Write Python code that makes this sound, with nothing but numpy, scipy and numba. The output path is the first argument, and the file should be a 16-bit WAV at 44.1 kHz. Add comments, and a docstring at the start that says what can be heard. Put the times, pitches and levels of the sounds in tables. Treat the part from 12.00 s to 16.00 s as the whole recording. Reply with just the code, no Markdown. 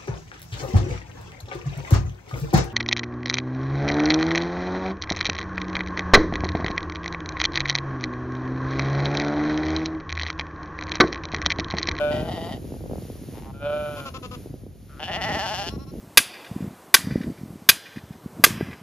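"""A pasture with a flock of sheep. A near ewe gives a loud, quavering baa and a far lamb answers.
Before that, a ewe bleats two smooth held notes, one fading and one arching, a hoarse ewe rasps, a lamb
stutters and grunts come from further back. Each voice is a train of vocal-fold pulses ringing a throat.
Wind flutters on the microphone in small eddies, over a faint background hiss."""
import sys
import numpy as np
from scipy import signal
from scipy.fft import rfft, irfft
from scipy.io import wavfile
from scipy.ndimage import uniform_filter1d
from numba import njit

SR = 44100
rng = np.random.default_rng(int(sys.argv[2]) if len(sys.argv) > 2 else 0)


def wrap_up_sound(samples):
    """Save the sound to the file named by the first command line argument, as 16-bit audio."""
    columns = np.atleast_2d(samples).T
    # keep every value between -1 and 1, then stretch to whole-number steps
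    tamed = np.clip(columns, -1, 1)
    steps = np.round(tamed * 32767).astype(np.int16)
    wavfile.write(sys.argv[1], SR, steps)


N = 176400
t = np.arange(N) / SR
BIN_HZ = np.arange(N // 2 + 1) * SR / N

# near and hoarse ewes' quavers: t/s, starting f/Hz, final f/Hz, level/dB, brightness/dB, softening/dB
NEAR_QUAVERS = [(2.995, 140.2, 166.8, -37.5, -6.5, -5), (3.038, 180.5, 168.5, -41.5, 6.5, 7),
                (3.08, 179.2, 214.6, -32, -8, 5), (3.115, 168, 223.8, -34, -1, 16),
                (3.212, 181.9, 221.9, -31, -3.5, 10), (3.285, 202.6, 208.8, -30, -9.5, 7),
                (3.318, 185, 222.7, -30.5, -6.5, 7), (3.385, 191, 223.4, -30.5, -7, 5.5),
                (3.462, 184, 215.4, -31, -5.5, 4.5), (3.54, 179.6, 203.2, -34, -5, 0.5),
                (3.63, 165.3, 175, -37, -6.5, -7)]
HOARSE_QUAVERS = [(.113, 147.2, 127, -34, -7, -2), (.185, 128.1, 126.4, -37.5, -6, 6),
                  (.235, 170.4, 166, -39, -11.5, -1), (.282, 167.9, 180.7, -34, -11, -2.5),
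                  (.33, 177.5, 167.2, -36.5, -7, 4), (.4, 162.9, 173.6, -37.5, -8.5, 3.5),
                  (.513, 135.9, 112, -41, -4.5, 3)]
# near ewe's mouth: t/s, first formant f/Hz, second formant f/Hz, mid level/dB, treble level/dB
NEAR_MOUTH = [(3.0, 810, 1560, -5, -13.5), (3.14, 740, 1890, -3.5, -11), (3.25, 806, 1904, -2, -4),
              (3.38, 815, 1850, -4, -2.5), (3.46, 850, 1585, -7.5, -2), (3.66, 779, 1649, -6, -1)]
# throat EQ of the near ewe, the smooth bleats and the lamb: f/Hz, level/dB
NEAR_THROAT = [(250, -18), (620, -0.5), (1250, -9.5), (2300, -11), (2900, 4), (3450, -4), (3900, -15.5),
               (4300, -7), (4750, -12), (5300, -9.5), (7200, -22), (8300, -32), (11500, -22.5),
               (15000, -52)]
SMOOTH_THROAT = [(150, -33.5), (440, -16.5), (595, 3), (745, -14.5), (1150, -29.5), (1490, -26.5),
                 (1850, -43), (2200, -36.5), (2430, -20), (2720, -31), (3050, -25.5), (3700, -34),
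                 (4500, -43.5), (8000, -60)]
LAMB_THROAT = [(260, -6.5), (520, 1), (790, -11), (1050, 2.5), (1320, 2), (1600, -17), (2100, -16),
               (2700, -8.5), (3200, -12.5), (7200, -24), (9000, -71)]
# hoarse ewe's formants: f/Hz, width/Hz, level/dB
HOARSE_FORMANTS = [(701, 172, 2), (1876, 110, -6.5), (2987, 380, -9.5), (3650, 150, -12),
                   (4520, 340, -17.5)]
# fading bleat: t/s, f/Hz, level/dB
FADING_NOTE = [(0, 147.2, -23), (.11, 149.5, -27), (.2, 153.3, -33.5), (.28, 156, -40), (.35, 149.6, -90)]
# arching bleat: t/s, f/Hz, level/dB, mouth opening/0-1
ARCHING_NOTE = [(1.532, 137.5, -46, 0), (1.599, 139.9, -45.5, 0.3), (1.623, 143.2, -32.5, 0.7),
                (1.655, 145.2, -30, 1), (1.75, 149.4, -30.5, 0.88), (1.849, 148.5, -34, 0.71),
                (1.949, 146.1, -33, 0.37), (2.085, 135, -41, 0.53), (2.13, 128.2, -72, 0.61)]
# the lambs' syllables: t/s, length/s, f/Hz, level/dB
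LAMB_SYLLABLES = [(1.963, 0.049, 266.8, -40), (2.051, 0.047, 265.9, -35), (2.137, 0.044, 261.8, -35.5),
                  (2.224, 0.045, 254.6, -37), (2.309, 0.052, 252.7, -38.5)]
FAR_LAMB_SYLLABLES = [(3.697, 0.071, 279.3, -48.5), (3.782, 0.067, 275.6, -51.5), (3.863, 0.054, 273, -54)]
# far lamb's formants: f/Hz, level/dB
FAR_LAMB_FORMANTS = [(1070, 0.5), (2650, -13), (4080, -11), (5450, -7.5)]
# distant grunts: t/s, length/s, pitch f/Hz, level/dB, formant f/Hz, creak/0-1
GRUNTS = [(1.335, 0.071, 116, -49, 890, 0.94), (1.416, 0.053, 90, -50, 880, 0.97),
          (1.451, 0.068, 134.3, -43.5, 860, 0.2), (2.887, 0.12, 141, -54.5, 1350, 0.8)]
# gust envelope: t/s, relative level/dB
GUSTS = [(.09, -40.5), (.13, -35), (.45, -38), (.79, -40), (.93, -33.5), (1.06, -44), (1.8, -43),
         (2.25, -46), (2.55, -44.5), (2.85, -53.5), (3.34, -37.5), (3.48, -48), (3.8, -37), (3.88, -44),
         (3.97, -41.5)]
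# strongest wind buffets: t/s, peak level/dB, nominal f/Hz
BUFFETS = [(0.109, -19, 500), (.147, -23.5, 516), (0.23, -18, 400), (.425, -20.5, 420), (0.722, -22.5, 456),
           (.741, -31, 805), (0.913, -23.5, 660), (.938, -27.5, 443), (.957, -26.5, 760),
           (.982, -28.5, 730), (1.03, -33.5, 472), (1.052, -32.5, 560), (1.101, -24, 540),
           (1.156, -29.5, 483), (1.287, -31, 426), (2.46, -25.5, 474), (2.541, -24.5, 433),
           (2.636, -32, 400), (2.666, -29.5, 490), (3.323, -22.5, 398), (3.37, -20, 337), (3.727, -28, 398),
           (3.779, -28.5, 540), (3.94, -28, 600)]
# EQ of the wind rumble: f/Hz, level/dB
RUMBLE_EQ = [(20, -44), (50, 1), (120, -0.5), (200, -12), (700, -25.5), (2000, -74.5)]
# faint background hiss, with a narrow gap near 8 kHz: f/Hz, level/dB
HISS_EQ = [(300, 11.5), (1000, -1.5), (7300, -4.5), (7900, -37), (9300, -2.5), (11000, 0), (13300, -4),
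           (14500, -13)]
# hiss envelope: t/s, relative level/dB
HISS_ENVELOPE = [(0, -53), (2.58, -54.5), (2.68, -58.5), (4, -56.5)]


def near_ewe(end_s=3.697, release_s=0.0061, ragged_s=0.2):
    """The lead baa: sharp pulses, ragged at first, ring a throat whose formants follow the mouth."""
    hz, level, brightness = quavering(NEAR_QUAVERS, end_s)
    ragged = np.clip(1 - (t - NEAR_QUAVERS[0][0]) / ragged_s, 0, 1)
    pulses = vocal_folds(hz, jitter=.008 + .06 * ragged, shimmer_db=1.3 + 2 * ragged, air=.28)
    first_hz, second_hz, mid_db, treble_db = curves(NEAR_MOUTH)
    voice = colour(pulses, NEAR_THROAT)
    voice += undb(15) * bandpass(voice, first_hz, width_hz=120.)
    voice += undb(12.5) * bandpass(voice, second_hz, width_hz=130.)
    low, mid, bite, treble = map(unit, crossover(voice, edges_hz=(1200, 2350, 3950)))
    voice = low + undb(mid_db) * mid + brightness * (bite + undb(treble_db) * treble)
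    release = np.clip((end_s - t) / release_s, 0, 1)
    return pan(voice * level * release, lead_ms=0.055, treble_db=5)


def fading_bleat():
    """A smooth held note that dies away."""
    hz, db = curves(FADING_NOTE)
    return pan(smooth_voice(hz, mouth_hz=1517.) * undb(db), lead_ms=0.08, treble_db=15.5)


def arching_bleat():
    """A smooth note that rises and falls; its low formant comes in as the mouth opens."""
    hz, db, opening = curves(ARCHING_NOTE)
    start, end = ARCHING_NOTE[0][0], ARCHING_NOTE[-1][0]
    voice = smooth_voice(hz, mouth_hz=1397.)
    voice -= (1 - opening) * bandpass(voice, np.full(N, 590.), width_hz=160.)
    return pan(voice * undb(db) * gate(start, end - start), lead_ms=0.056, treble_db=4)


def hoarse_ewe(end_s=0.591, release_s=0.071):
    """Rough, breathy pulses make a low rasp that cuts in over the fading note in bursts."""
    hz, level, brightness = quavering(HOARSE_QUAVERS, end_s)
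    pulses = vocal_folds(hz, jitter=0.028, shimmer_db=2.8, air=0.55)
    body, *upper = (undb(db) * formant(pulses, f, width) for f, width, db in HOARSE_FORMANTS)
    fill = undb(-22) * formant(pulses, hz=1190, width_hz=1820)
    rasp = unit(body) + brightness * unit(sum(upper) + fill)
    release = np.clip((end_s - t) / release_s, 0, 1)
    return pan(rasp * level * release, lead_ms=0.042, treble_db=4)


def lamb():
    """A high, breathy bleat chopped into syllables, each sagging in pitch."""
    hz, level = syllables(LAMB_SYLLABLES, glide_hz_per_s=-223)
    pulses = vocal_folds(hz, jitter=0.0123, shimmer_db=1.5, air=0.6)
    return pan(unit(colour(pulses, LAMB_THROAT)) * level, lead_ms=.14, treble_db=11)


def far_lamb():
    """A thin, clear answer whose syllables rise through narrow formants."""
    hz, level = syllables(FAR_LAMB_SYLLABLES, glide_hz_per_s=230)
    pulses = vocal_folds(hz, jitter=.003, shimmer_db=1, air=.15)
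    voice = sum(undb(db) * formant(pulses, f, width_hz=250) for f, db in FAR_LAMB_FORMANTS)
    return pan(unit(voice) * level, lead_ms=0, treble_db=12)


def grunts():
    """Short calls from the back of the flock; creak makes the pulses uneven and sharp."""
    calls = np.zeros(N)
    for start, length, hz, db, throat_hz, creak in GRUNTS:
        pulses = vocal_folds(np.full(N, hz), jitter=.05 * creak, shimmer_db=2, air=0.1)
        body = formant(pulses, throat_hz, width_hz=220)
        grit = 0.18 * creak * formant(pulses, hz=1440, width_hz=1550)
        calls += unit(body + grit) * undb(db) * gate(start, length)
    return pan(calls, lead_ms=0, treble_db=8)


def vocal_folds(hz, jitter, shimmer_db, air):
    """Pulses that waver in pitch and level, each followed by a puff of breath."""
    cycles = np.cumsum(hz * np.clip(1 + jitter * wobble(180), .2, 2)) / SR
    closures = np.interp(np.arange(int(cycles[-1])), cycles, np.arange(N))
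    taps = closures.astype(int)[:, None] + np.arange(-7, 9)
    offset = taps - closures[:, None]
    clicks = np.sinc(offset) * np.sinc(offset / 8)  # band-limited, timed between samples
    pulses = np.bincount(taps.ravel() % N, clicks.ravel(), N)
    breath = np.diff(signal.lfilter([1], [1, -np.exp(-1 / 4)], rng.standard_normal(N + 1)))
    puffs = np.exp(-(cycles % 1) / 1.9) * breath
    return (unit(pulses - pulses.mean()) + air * unit(puffs)) * undb(shimmer_db * wobble(150))


def smooth_voice(hz, mouth_hz):
    """Even pulses through a ewe's throat, with one upper formant set by the mouth."""
    voice = colour(vocal_folds(hz, jitter=0.0039, shimmer_db=1.22, air=0.23), SMOOTH_THROAT)
    return unit(voice + undb(18.5) * bandpass(voice, np.full(N, mouth_hz), width_hz=109.))


def quavering(rows, end_s):
    """Pitch, level and brightness of a baa: each quaver glides, and mellows or brightens."""
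    start, first_hz, final_hz, db, bright_db, soften_db = np.array(rows).T
    now = np.maximum(np.searchsorted(start, t) - 1, 0)  # the quaver that is sounding
    progress = np.clip((t - start[now]) / np.diff([*start, end_s])[now], 0, 1)
    hz = first_hz[now] + (final_hz - first_hz)[now] * ease(progress, begin=.16, span=.63)
    level = undb(db[now]) * (t > start[0])
    brightness = undb(bright_db[now] - soften_db[now] * ease(progress, begin=.38, span=.4))
    return [uniform_filter1d(curve, size=400) for curve in (hz, level, brightness)]


def syllables(rows, glide_hz_per_s, arch_hz=9):
    """Pitch and level of a chopped bleat: each syllable arches and glides."""
    hz, level = np.full(N, float(rows[0][2])), np.zeros(N)
    for start, length, pitch, db in rows:
        envelope = gate(start, length)
        from_centre = t - start - length / 2
        bend = glide_hz_per_s * from_centre - arch_hz * (2 * from_centre / length) ** 2
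        hz = np.where(envelope > 0, pitch + bend, hz)
        level += envelope * undb(db)
    return hz, level


def wind(eddies_per_s=200, eddy_hz=333.5, eddy_s=0.0029, buffet_s=0.0019):
    """Eddies crowd past the microphone over a rumble; stronger gusts bring smaller, brighter ones."""
    gust_db, = curves(GUSTS)
    swell_db = gust_db - gust_db.mean()
    eddies, buffets = np.zeros(2 * N), np.zeros(2 * N)
    for (when, db, hz), phase in zip(BUFFETS, rng.random(len(BUFFETS))):
        i = int((when - buffet_s / 2) * SR)
        swirl = undb(db) * eddy(hz, buffet_s, phase)
        buffets[i:i + len(swirl)] += swirl
    rumble, side_rumble = (noise(RUMBLE_EQ) * undb(-41 + 0.62 * swell_db) for _ in range(2))
    for position, weakness, pitch, phase in rng.random((int(eddies_per_s * N / SR), 4)):
        i = int(position * N)
        hz = eddy_hz * 2 ** (1.7 * (pitch - .5) + 0.033 * swell_db[i])
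        swirl = undb(-18 * weakness) * eddy(hz, eddy_s * np.sqrt(eddy_hz / hz), phase)
        eddies[i:i + len(swirl)] += swirl
    flutter = unit(eddies[:N]) * undb(gust_db + 2.5)
    side_flutter = unit(formant(rng.standard_normal(N), hz=224, width_hz=217)) * undb(gust_db)
    side = undb(-10.5) * (side_rumble + side_flutter)
    return flutter + buffets[:N] + rumble + np.array([side, -side])


def eddy(hz, rise_s, phase):
    """A brief swirl of pressure that drops in pitch as it dies."""
    age = np.arange(2000) / SR / rise_s
    envelope = (age * np.exp(1 - age)) ** 1.8
    cycles = hz * rise_s * 2.43 * (1 - np.exp(-age / 2))
    return envelope * np.sin(2 * np.pi * (phase + cycles))


def hiss():
    """A faint, slightly restless background bed."""
    centre, left, right = (noise(HISS_EQ) for _ in range(3))
    bed = pan(centre, lead_ms=0.021, treble_db=0.5) + .5 * np.array([left, right])
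    db, = curves(HISS_ENVELOPE)
    return bed * undb(db + 2.32 * wobble(7.7))


def undb(db):
    return 10 ** (np.asarray(db) / 20)


def unit(x):
    return x / np.sqrt(np.mean(x ** 2))


def curves(rows):
    """Automation lanes: each column joined by straight lines in time."""
    times, *columns = np.array(rows, float).T
    return [np.interp(t, times, column) for column in columns]


def gate(start, length, fade_s=0.0089):
    return np.clip(np.minimum(t - start, start + length - t) / fade_s, 0, 1)


def ease(progress, begin, span):
    return np.sin(np.pi / 2 * np.clip((progress - begin) / span, 0, 1)) ** 2


def wobble(rate_hz):
    """Smooth random modulation at unit RMS."""
    hold = max(int(SR / rate_hz), 1)
    steps = rng.standard_normal(N)[np.arange(N) // hold]
    return unit(uniform_filter1d(uniform_filter1d(steps, hold), hold))


def noise(eq):
    return unit(colour(rng.standard_normal(N), eq))


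def colour(x, eq):
    """Minimum-phase EQ through points of f/Hz, level/dB."""
    hz, db = np.array(eq, float).T
    gain = undb(np.interp(np.log(np.maximum(BIN_HZ, 1)), np.log(hz), db))
    cepstrum = irfft(np.log(gain), N)
    cepstrum[1:N // 2] *= 2
    cepstrum[N // 2 + 1:] = 0
    return irfft(rfft(x) * np.exp(rfft(cepstrum)), N)


@njit
def bandpass(x, hz, width_hz):
    """A sweepable state-variable band-pass."""
    y, band, low = np.empty(len(x)), 0., 0.
    for i in range(len(x)):
        g, damping = np.tan(np.pi * hz[i] / SR), width_hz / hz[i]
        v = (band + g * (x[i] - low)) / (1 + g * (g + damping))
        band, low = 2 * v - band, low + 2 * g * v
        y[i] = damping * v
    return y


def formant(x, hz, width_hz):
    """A resonance with steep skirts: two band-passes in series."""
    centre = hz + np.zeros(N)
    return bandpass(bandpass(x + 1e-18, centre, float(width_hz)), centre, 3. 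* width_hz)


def crossover(x, edges_hz):
    """Adjoining bands that add up to the whole, so pulses stay sharp."""
    below = [irfft(rfft(x) / (1 + (BIN_HZ / hz) ** 16), N) for hz in edges_hz]
    return np.diff([np.zeros(N), *below, x], axis=0)


def pan(x, lead_ms, treble_db):
    """Stereo placement: the left side leads a little and gets more of the treble."""
    shelf = undb(treble_db / 2 * BIN_HZ ** 2 / (BIN_HZ ** 2 + 2000 ** 2))
    left = shelf * np.exp(1j * np.pi * BIN_HZ * lead_ms / 1000)
    return irfft(rfft(x) * np.array([left, 1 / left]), N)


def scene(reverb_s=0.099):
    """The flock, lightly scattered by its surroundings, over wind and hiss."""
    flock = fading_bleat() + hoarse_ewe() + arching_bleat() + grunts() + lamb() + near_ewe() + far_lamb()
    scatter = rng.standard_normal((2, N)) * undb(-60 * t / reverb_s)
    scatter /= np.linalg.norm(scatter, axis=1, keepdims=True)
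    reverb = signal.fftconvolve(flock, scatter, axes=1)[:, :N]
    return flock + undb(-6) * reverb + wind() + hiss()


def record(dry, low_cut_hz=33, high_cut_hz=14200):
    """Trim the deepest rumble and the very top."""
    low_cut = signal.butter(4, low_cut_hz, "high", fs=SR, output="sos")
    high_cut = signal.ellip(8, .2, 70, high_cut_hz, fs=SR, output="sos")
    return signal.sosfilt(high_cut, signal.sosfilt(low_cut, dry))


dry = scene()
out = record(dry)
wrap_up_sound(out)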